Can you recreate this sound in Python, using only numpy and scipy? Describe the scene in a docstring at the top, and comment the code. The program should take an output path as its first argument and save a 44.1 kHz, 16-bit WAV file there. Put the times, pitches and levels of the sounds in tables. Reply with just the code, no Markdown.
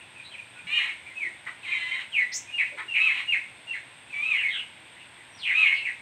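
"""In a small brick yard, babblers chatter to each other.
Each main call is a whistle that can split into a buzz (slower cycles) or break into a rasp (chaos).
Faint peeps, two soft clucks of noise and one high, fast-trilled chip fall between them.
The walls answer with a short echo, made from fading noise.
Below lie a low rumble, the air of the yard, a thin steady hiss and a few dull bumps, all shaped noise."""
import sys
import numpy as np
from scipy import signal
from scipy.fft import rfft, irfft, next_fast_len
from scipy.io import wavfile
from scipy.ndimage import uniform_filter1d

SR = 44100
rng = np.random.default_rng(int(sys.argv[2]) if len(sys.argv) > 2 else 0)


def store_pcm(level_fs):
    """Save levels as 16-bit WAV."""
    pcm = np.round(np.clip(level_fs, -1, 1) * 32767).astype(np.int16)
    wavfile.write(sys.argv[1], SR, np.atleast_2d(pcm).T)


N = 265041  # length of the scene [samples]


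def from_db(db):
    """Turn decibels into a gain."""
    return 10 ** (np.asarray(db) / 20)


def rms_one(x):
    """Scale a signal to an average power of 1."""
    return x / np.sqrt(np.mean(np.abs(x) ** 2) + 1e-20)


def gain_at(spectrum, hz):
    """Read a (frequency [Hz], level [dB]) table as a gain; beyond its ends it is -90 dB."""
    points, db = np.transpose(spectrum)
    return from_db(np.interp(np.log(hz + 1), np.log(points), db, left=-90, right=-90))


def coloured(spectrum):
    """Noise with the given balance of low and high, at power 1."""
    size = next_fast_len(N)
    hz = np.arange(size // 2 + 1) * SR / size
    white = rfft(rng.standard_normal(size))
    return rms_one(irfft(white * gain_at(spectrum, hz), size)[:N])


def flutter(rate_hz, order=2):
    """Random motion up to about the given rate, at power 1."""
    smoother = signal.butter(order, rate_hz, fs=SR, output="sos")
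    return rms_one(signal.sosfilt(smoother, rng.standard_normal(N)))


def swell(start, length):
    """One smooth rise and fall, like half a sine wave."""
    return np.sin(np.pi * np.clip((np.arange(N) / SR - start) / length, 0, 1))


def controls(rows, fade_s=0.003):
    """The samples that a call covers, its soft-edged gate, and its columns joined by lines."""
    s, *columns = np.transpose(rows)
    at = np.arange(max(0, int(s[0] * SR)), min(N, int(s[-1] * SR)))
    t = at / SR
    gate = np.clip(np.minimum(t - s[0], s[-1] - t) / fade_s, 0, 1)
    return at, gate, [np.interp(t, s, c) for c in columns]


def hump(loudest, count=41):
    """Progress 0-1 through a note, and its rounded attack and release in dB."""
    attack_db, release_db = 15.5, 27.5  # how far below its peak a note starts and ends
    u, loudest = np.linspace(0, 1, count), np.clip(loudest, .05, .95)
    rising = attack_db * (1 - u / loudest) ** 2
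    falling = release_db * ((u - loudest) / (1 - loudest)) ** 2
    return u, -np.where(u < loudest, rising, falling)


def note(s, hz, level_db, rasp):
    """Rows of (time [s], pitch [Hz], level [dB], rasp [0-1]) for the syrinx."""
    return np.column_stack(np.broadcast_arrays(s, hz, level_db, rasp))


def background():
    """Steady noise in three layers: a low rumble, the air of the yard and a thin hiss."""
    # low outdoor rumble: (frequency [Hz], relative level [dB])
    rumble = [(18, -78), (30, -53.5), (48, -11), (64, -7), (118, 0), (162, -6.5), (335, -5.5), (406, -10),
              (597, -7), (892, -5), (999, -3.5), (1230, -11), (1400, -14), (1820, -25), (3080, -120)]
    # middle tones of the air in the yard: (frequency [Hz], relative level [dB])
    yard_air = [(820, -47.5), (1400, -7.5), (1820, -4), (2290, -2.5), (2520, -2), (3080, -6.5), (3590, -6),
                (4170, -16), (7000, -34.5), (9100, -67.5), (15400, -120)]
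    # thin high hiss: (frequency [Hz], relative level [dB])
    hiss = [(6000, -27.5), (7200, -20), (7900, -12), (8500, -0.5), (8900, -11), (9500, -22.5), (11500, -36),
            (12400, -24.5), (13200, -42), (15600, -44.5)]
    rumble_db, yard_air_db, hiss_db = -57, -51.5, -61
    out = from_db(rumble_db) * coloured(rumble)
    out += from_db(yard_air_db) * coloured(yard_air)
    return out + from_db(hiss_db) * coloured(hiss)


def bumps(width_hz=45):
    """Faint dull sounds from around the yard, each a narrow low band of noise."""
    # the bumps: (start [s], length [s], centre [Hz], relative level [dB])
    bump_rows = [(0.634, 0.048, 170, -50), (1.213, 0.12, 360, -56.5), (2.708, 0.066, 565, -51),
                 (2.725, 0.18, 385, -59.5)]
    t, out = np.arange(N) / SR, np.zeros(N)
    body = flutter(width_hz) + 1j * flutter(width_hz)
    for s, length, hz, db in bump_rows:
        band = np.real(body * np.exp(2j * np.pi * hz * t))  # lifts the slow noise up to hz
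        out += from_db(db) * swell(s, length) * band
    return out


def hiss_swell(sound, top_db=-59, knee_db=-38, window_s=0.046):
    """Treble hiss that comes up a little when the birds are loud, and levels off at top_db."""
    # colour of this hiss: (frequency [Hz], relative level [dB])
    swell_colour = [(3500, -11), (4300, 4.5), (5200, -1.5), (6500, -1), (7600, 0.5), (8600, 8.5),
                    (9700, -23), (11500, -8), (13000, -22.5), (15600, -24)]
    level = np.sqrt(np.abs(uniform_filter1d(sound ** 2, int(window_s * SR))))
    return from_db(top_db) * level / (level + from_db(knee_db)) * coloured(swell_colour)


def yard(x, near_t60=0.24, far_db=-14, far_t60=0.89, gap_s=0.0027):
    """Dense echoes off near walls and paving, stronger than the direct sound, with a weak longer tail."""
    near_db = 1  # compared with the direct sound
    t = np.arange(SR) / SR
    # silent for gap_s, then building up over another gap_s
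    near, far = rng.standard_normal((2, SR)) * np.clip(t / gap_s - 1, 0, 1)
    # each fades by 60 dB in its t60 seconds
    echo = from_db(near_db) * rms_one(near * from_db(-60 * t / near_t60))
    echo += from_db(far_db) * rms_one(far * from_db(-60 * t / far_t60))
    echoed = signal.fftconvolve(x, echo / np.sqrt(SR))[:N]
    return (x + echoed) / np.sqrt(1 + from_db(2 * near_db))


def clucks():
    """Low, toneless chucks with the beak nearly shut: short swells of shaped noise."""
    # the clucks: (start [s], length [s], level before the echo [dB])
    cluck_rows = [(1.455, 0.044, -32.5), (2.767, 0.052, -29)]
    # their colour: (frequency [Hz], relative level [dB])
    cluck_colour = [(290, -64), (500, -38), (1120, -16.5), (1620, -12.5), (1900, -8.5), (2140, -6.5),
                    (2280, -10), (2870, -23), (3850, -29), (4500, -41), (5850, -72), (9900, -120)]
    loudness = sum(from_db(db) * swell(s, length) ** 2 for s, length, db in cluck_rows)
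    return coloured(cluck_colour) * loudness


def peeps(jitter=0.036):
    """Tiny contact peeps: gliding tones made slightly hoarse by a trembling pitch."""
    # the peeps: (start [s], length [s], start pitch [Hz], end pitch [Hz], level before the echo [dB])
    peep_rows = [(.005, 0.023, 2860, 2290, -45), (0.157, 0.023, 2710, 2390, -41),
                 (0.176, 0.041, 2600, 2220, -41.5), (0.238, 0.044, 3850, 4090, -44.5),
                 (0.306, 0.038, 3260, 2880, -43.5), (.335, 0.025, 2687, 2190, -35.5),
                 (0.379, 0.033, 2750, 2145, -37.5), (.546, 0.052, 1452, 1494, -47),
                 (.549, 0.073, 2600, 2420, -44), (1.05, 0.048, 2310, 2320, -39),
                 (1.086, 0.056, 2130, 2036, -44.5), (2.27, 0.09, 2050, 1974, -42),
                 (2.469, 0.054, 2455, 2540, -40), (4.098, 0.021, 2680, 2530, -39.5),
                 (4.949, 0.053, 1920, 2330, -48.5), (4.996, .034, 3070, 2420, -46.5),
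                 (5.176, 0.048, 2020, 2075, -51)]
    out, waver = np.zeros(N), flutter(300)
    for s, length, start_hz, end_hz, level_db in peep_rows:
        at, _, (hz,) = controls([(s, start_hz), (s + length, end_hz)])
        phase = 2 * np.pi * np.cumsum(hz * (1 + jitter * waver[at])) / SR
        out[at] += from_db(level_db) * np.sqrt(2) * np.hanning(len(at)) ** .5 * np.sin(phase)
    return out


def chip(trill_hz=160, swing_hz=880, hoarse_hz=400, octave_db=-29, air_db=-28):
    """A rising note whose pitch is swung by a very fast trill."""
    # the chip: (start [s], length [s], start pitch [Hz], end pitch [Hz], bend [1 = straight],
    # level before the mix [dB], loudest at [share 0-1])
    s, length, start_hz, end_hz, bend, peak_db, loudest = (2.318, .09, 4200, 6950, 2.5, -28, .46)
    u, shape_db = hump(loudest)
    glide_hz = end_hz + (start_hz - end_hz) * (1 - u) ** bend
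    at, gate, (hz, level_db) = controls(np.column_stack([s + length * u, glide_hz, peak_db + shape_db]))
    hz = hz + swing_hz * np.sin(2 * np.pi * trill_hz * at / SR) + hoarse_hz * flutter(1000)[at]
    phase, out = 2 * np.pi * np.cumsum(hz) / SR, np.zeros(N)
    tone = np.sqrt(2) * (np.sin(phase) + from_db(octave_db) * np.sin(2 * phase))
    air = from_db(air_db) * rng.standard_normal(N)[at]
    out[at] = gate * from_db(level_db) * (tone + air)
    return out


def syrinx(calls, throat, order, buzz_db, rasp_db, swing, chaos_hz, air_db):
    """A whistle whose membranes repeat only every few cycles (buzz) or vibrate chaotically (rasp)."""
    # colour of the rasping air: (frequency [Hz], relative level [dB])
    rasp_colour = [(700, -22), (1100, -15), (1500, -14.5), (2000, -21), (2450, -2.5), (3000, -1),
                   (3500, -14), (4100, -13), (4700, -37), (7500, -33.5), (11500, -46.5), (15000, -55)]
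    out, waver, air = np.zeros(N), np.tanh(2 * flutter(172.0)), coloured(rasp_colour)
    chaos = rms_one(flutter(chaos_hz, order=4) + 1j * flutter(chaos_hz, order=4))
    # pitch multiples besides the whistle; with order above 1 some lie between the harmonics
    multiples = [k / order for k in range(1, 4 * order + 1) if k != order]
    for rows in calls:
        at, gate, (hz, level_db, rasp) = controls(rows)
        rasp = np.clip(rasp, 0, 1)
        # a rasping voice flips quickly between a higher and a lower pitch
        phase = 2 * np.pi * np.cumsum(hz * (1 + swing * rasp * waver[at])) / SR
        clear = np.sqrt(1 - rasp ** 2)
        # chaos shakes the height and phase of the whistle and smears it into a band
        whistle = np.real((clear + rasp * chaos[at]) * np.exp(1j * phase))
        # the throat colours the extra lines
        buzz = np.zeros(len(at))
        for m in multiples:
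            buzz += gain_at(throat, hz * m) * np.cos(m * phase + rng.uniform(0, 2 * np.pi))
        # irregular closures ring the whole throat
        harsh = from_db(rasp_db) * rasp ** 2 + from_db(air_db)
        tone = np.sqrt(2) * (whistle + from_db(buzz_db) * clear * buzz)
        voice = (tone + harsh * air[at]) / np.sqrt(1 + harsh ** 2)
        out[at] += gate * from_db(level_db) * voice
    return out


def long_call(curve, crack_s, rasp_before, rasp_after, count=120):
    """A drawn-out call that grows raspier at its crack."""
    points, hz, level_db = np.transpose(curve)
    s = np.linspace(points[0], points[-1], count)
    cracked = .5 + .5 * np.tanh((s - crack_s) / .014)  # the crack takes over within about 14 ms each way
    rasp = rasp_before + (rasp_after - rasp_before) * cracked
    return note(s, np.interp(s, points, hz), np.interp(s, points, level_db), rasp)


def whine():
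    """A level nasal whine that cracks near its end."""
    # its course: (time [s], pitch [Hz], level before the echo [dB])
    whine_curve = [(1.628, 2706, -42), (1.676, 2065, -32.5), (1.73, 2149, -33), (1.736, 2087, -30.5),
                   (1.848, 2013, -32.5), (1.96, 2106, -31.5), (1.984, 1952, -37.5), (2.016, 2290, -32.5),
                   (2.035, 2220, -56)]
    return long_call(whine_curve, crack_s=1.985, rasp_before=.22, rasp_after=.75)


def squeal():
    """A nasal squeal that cracks into a strong rasp."""
    # its course: (time [s], pitch [Hz], level before the echo [dB])
    squeal_curve = [(0.668, 2242, -35), (0.756, 2525, -25), (0.786, 2392, -22.5), (0.808, 2109, -30.5),
                    (0.842, 2284, -28.5), (0.872, 2105, -34.5), (0.902, 2170, -38.5), (0.918, 2330, -40),
                    (0.945, 2200, -57)]
    return long_call(squeal_curve, crack_s=.8, rasp_before=.36, rasp_after=.92)


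def overtone(squeal_rows):
    """A clear second tone above the squeal follows its pitch, swells to a crest and dies quickly."""
    ratio, peak_s, peak_db = 1.148, 0.763, -25.5
    rise_db_per_s, fall_db_per_s = 243, 449
    s, hz = squeal_rows[:, 0], squeal_rows[:, 1]
    fade_db = np.maximum(rise_db_per_s * (peak_s - s), fall_db_per_s * (s - peak_s))
    return note(s, ratio * hz, peak_db - fade_db, rasp=0.075)


def cries():
    """Three long arched cries, each cracking from tone towards rasp."""
    # course of each cry: (time [s], pitch [Hz], level before the echo [dB])
    cry_1 = [(3.0, 2530, -19.5), (3.022, 2601, -18), (3.056, 2597, -19.5), (3.11, 2063, -23.5),
             (3.128, 2280, -34), (3.168, 2207, -31.5), (3.206, 2330, -31), (3.235, 2300, -46)]
    cry_2 = [(4.12, 2580, -46), (4.142, 2273, -28), (4.214, 2363, -29), (4.264, 2590, -24.5),
             (4.29, 2598, -25), (4.326, 2397, -21), (4.374, 2028, -27), (4.39, 2057, -37.5),
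             (4.425, 1630, -38)]
    cry_3 = [(5.535, 2314, -27.5), (5.563, 2524, -18), (5.593, 2593, -19), (5.619, 2548, -16.5),
             (5.631, 2448, -17.5), (5.665, 2155, -19), (5.697, 2202, -33), (5.725, 2142, -23.5),
             (5.76, 2105, -56)]
    return [long_call(cry_1, crack_s=3.115, rasp_before=.27, rasp_after=.97),
            long_call(cry_2, crack_s=4.35, rasp_before=.2, rasp_after=.36),
            long_call(cry_3, crack_s=5.68, rasp_before=.28, rasp_after=.55)]


def slurs():
    """Short notes that slide straight down under one swell."""
    # the slurs: (start [s], length [s], start pitch [Hz], end pitch [Hz],
    # level before the echo [dB], loudest at [share 0-1], rasp [0-1])
    slur_rows = [ (.778, 0.0388, 2387, 2102, -23, 0.6, 0.45), (.87, 0.054, 2230, 2190, -31.5, 0.5, 0.6),
                 (1.702, 0.063, 2507, 2167, -22, 0.6, 0.37), (1.918, 0.015, 2200, 2120, -23.5, 0.3, 0.3),
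                 (1.948, 0.016, 2127, 2040, -29.5, 0.4, 0.52), (1.98, 0.031, 1720, 1427, -44.5, .7, 0.3),
                 (2.656, .06, 2750, 2080, -36, 0.07, 0.52), (3.733, .042, 2052, 2030, -32, 0.06, 0.13),
                 (4.356, 0.078, 3025, 2417, -24.5, 0.73, 0.42), (4.429, 0.11, 2287, 1914, -22, 0, 0.29),
                 (4.486, .135, 3802, 2550, -29.5, 0.79, 0.7), (4.517, 0.082, 1837, 1337, -40.5, 0.5, 0.38),
                 (5.665, 0.046, 2550, 2380, -20, 0.1, 0.8), (5.712, 0.029, 2248, 2223, -17.5, 0.63, 0.2),
                 (5.729, 0.079, 5170, 3500, -44.5, 0.63, 0.9), (5.748, 0.08, 2953, 2670, -33.5, 0.15, 0.92)]
    notes = []
    for s, length, start_hz, end_hz, level_db, loudest, rasp in slur_rows:
        u, shape_db = hump(loudest)
        hz = start_hz + (end_hz - start_hz) * u
        notes.append(note(s + length * u, hz, level_db + shape_db, rasp))
    return notes


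def squawks():
    """A held whistle sags a little, catches, then plunges and grows hoarse."""
    # the squawks: (break [s], held for [s], held pitch at its end [Hz], held level before the echo [dB],
    # drop length [s], end pitch [Hz], bend [1 = straight], drop level before throat and echo [dB],
    # loudest at [share 0-1 of the drop], full rasp [0-1])
    squawk_rows = [ (1.197, .044, 2540, -30.5, .1, 1800, 1.5, -27, 0.28, 0.17),
                   (2.118, .035, 3370, -52.5, 0.15, 1930, 2.7, -20.5, 0.45, 0.27),
                   (2.577, 0.056, 2792, -30.5, 0.073, 1785, 1.7, -18.5, 0.16, 0.55),
                   (2.931, 0.053, 2730, -27.5, 0.079, 2293, 2.1, -19, 0.49, 0.69),
                   (3.317, 0.046, 2792, -25, .064, 1915, 2.2, -17, 0.15, 0.44),
                   (3.727, 0.059, 2717, -29.5, .054, 1798, 2.0, -29.5, 0.45, 0.63),
                   (5.374, .056, 5673, -53.5, .168, 2141, 2.8, -22.5, 0.88, 0.7),
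                   (5.846, 0.065, 2626, -33.5, 0.082, 1770, 1.9, -25.5, 0.12, 0.58)]
    held_rasp, held_sag_hz_per_s, held_loudest = .11, 1600, .74
    catch_s = 0.0017  # the voice catches between the held note and the drop
    break_rasp_share = 0.61  # share of the full rasp at the break
    # a drop is weaker while above the throat's resonance
    throat_top_hz, above_throat_db_per_octave = 2540, -16.5
    notes = []
    for s, held_s, held_hz, held_db, drop_s, end_hz, bend, drop_db, loudest, rasp in squawk_rows:
        u, shape_db = hump(held_loudest)
        left_s = (held_s - catch_s) * (1 - u)  # time left in the held note
        sagging_hz = held_hz + held_sag_hz_per_s * left_s
        notes.append(note(s - catch_s - left_s, sagging_hz, held_db + shape_db, held_rasp))
        u, shape_db = hump(loudest)
        hz = end_hz + (held_hz - end_hz) * (1 - u) ** bend
        throat_db = above_throat_db_per_octave * np.maximum(np.log2(hz / throat_top_hz), 0)
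        hoarse = rasp * np.interp(u, [0, .5], [break_rasp_share, 1])
        notes.append(note(s + drop_s * u, hz, drop_db + shape_db + throat_db, hoarse))
    return notes


def birds():
    """All the syrinx calls: a relaxed throat for squawks, slurs and cries, a tight one for nasal calls."""
    # throat and open beak, relaxed: (frequency [Hz], relative level [dB])
    relaxed = [(600, -49), (1000, -32.5), (1300, -19.5), (1600, -30), (2100, -9), (2500, -11),
               (3000, -16.5), (3500, -19.5), (4000, -19), (4600, -44.5), (7400, -37), (9500, -49),
               (11300, -43), (15000, -44)]
    # throat and open beak, tight: (frequency [Hz], relative level [dB])
    tight = [(400, -68), (700, -47), (1030, -18.5), (1400, -23.5), (1750, -10.5), (2350, -2.5),
             (2750, -5.5), (3080, -2.5), (3430, -15), (3800, -8), (4150, -15.5), (4800, -43.5), (7400, -33),
             (9000, -38.5), (15000, -53)]
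    squeal_rows = squeal()
    clear_calls = squawks() + slurs() + [overtone(squeal_rows)]
    # the buzz repeats at the pitch divided by order
    out = syrinx(clear_calls, relaxed, order=1, buzz_db=-6, rasp_db=-14,
                 swing=.11, chaos_hz=300, air_db=-26)
    out += syrinx(cries(), relaxed, order=2, buzz_db=-6, rasp_db=-1,
                  swing=.03, chaos_hz=370, air_db=-23)
    out += syrinx([squeal_rows], tight, order=4, buzz_db=-6, rasp_db=-4,
                  swing=.014, chaos_hz=380, air_db=-15)
    out += syrinx([whine()], tight, order=6, buzz_db=-7, rasp_db=0,
                  swing=.03, chaos_hz=300, air_db=-13)
    return out


def scene():
    """The birds and their echoes in the yard, over the background."""
    voices = birds() + peeps() + clucks()
    close = from_db(-7) * chip()  # the chip comes from near by: more direct sound than echo
    heard = yard(voices + close) + close
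    return (heard + hiss_swell(heard) + bumps() + background())[None]


def record(dry, low_cut_hz=66, cutoff_hz=15700):
    """The microphone drops the deep bass; the top is cut steeply."""
    thin = signal.sosfilt(signal.butter(3, low_cut_hz, "high", fs=SR, output="sos"), dry)
    return signal.sosfilt(signal.ellip(12, .1, 90, cutoff_hz, fs=SR, output="sos"), thin)


dry = scene()
out = record(dry)
store_pcm(out)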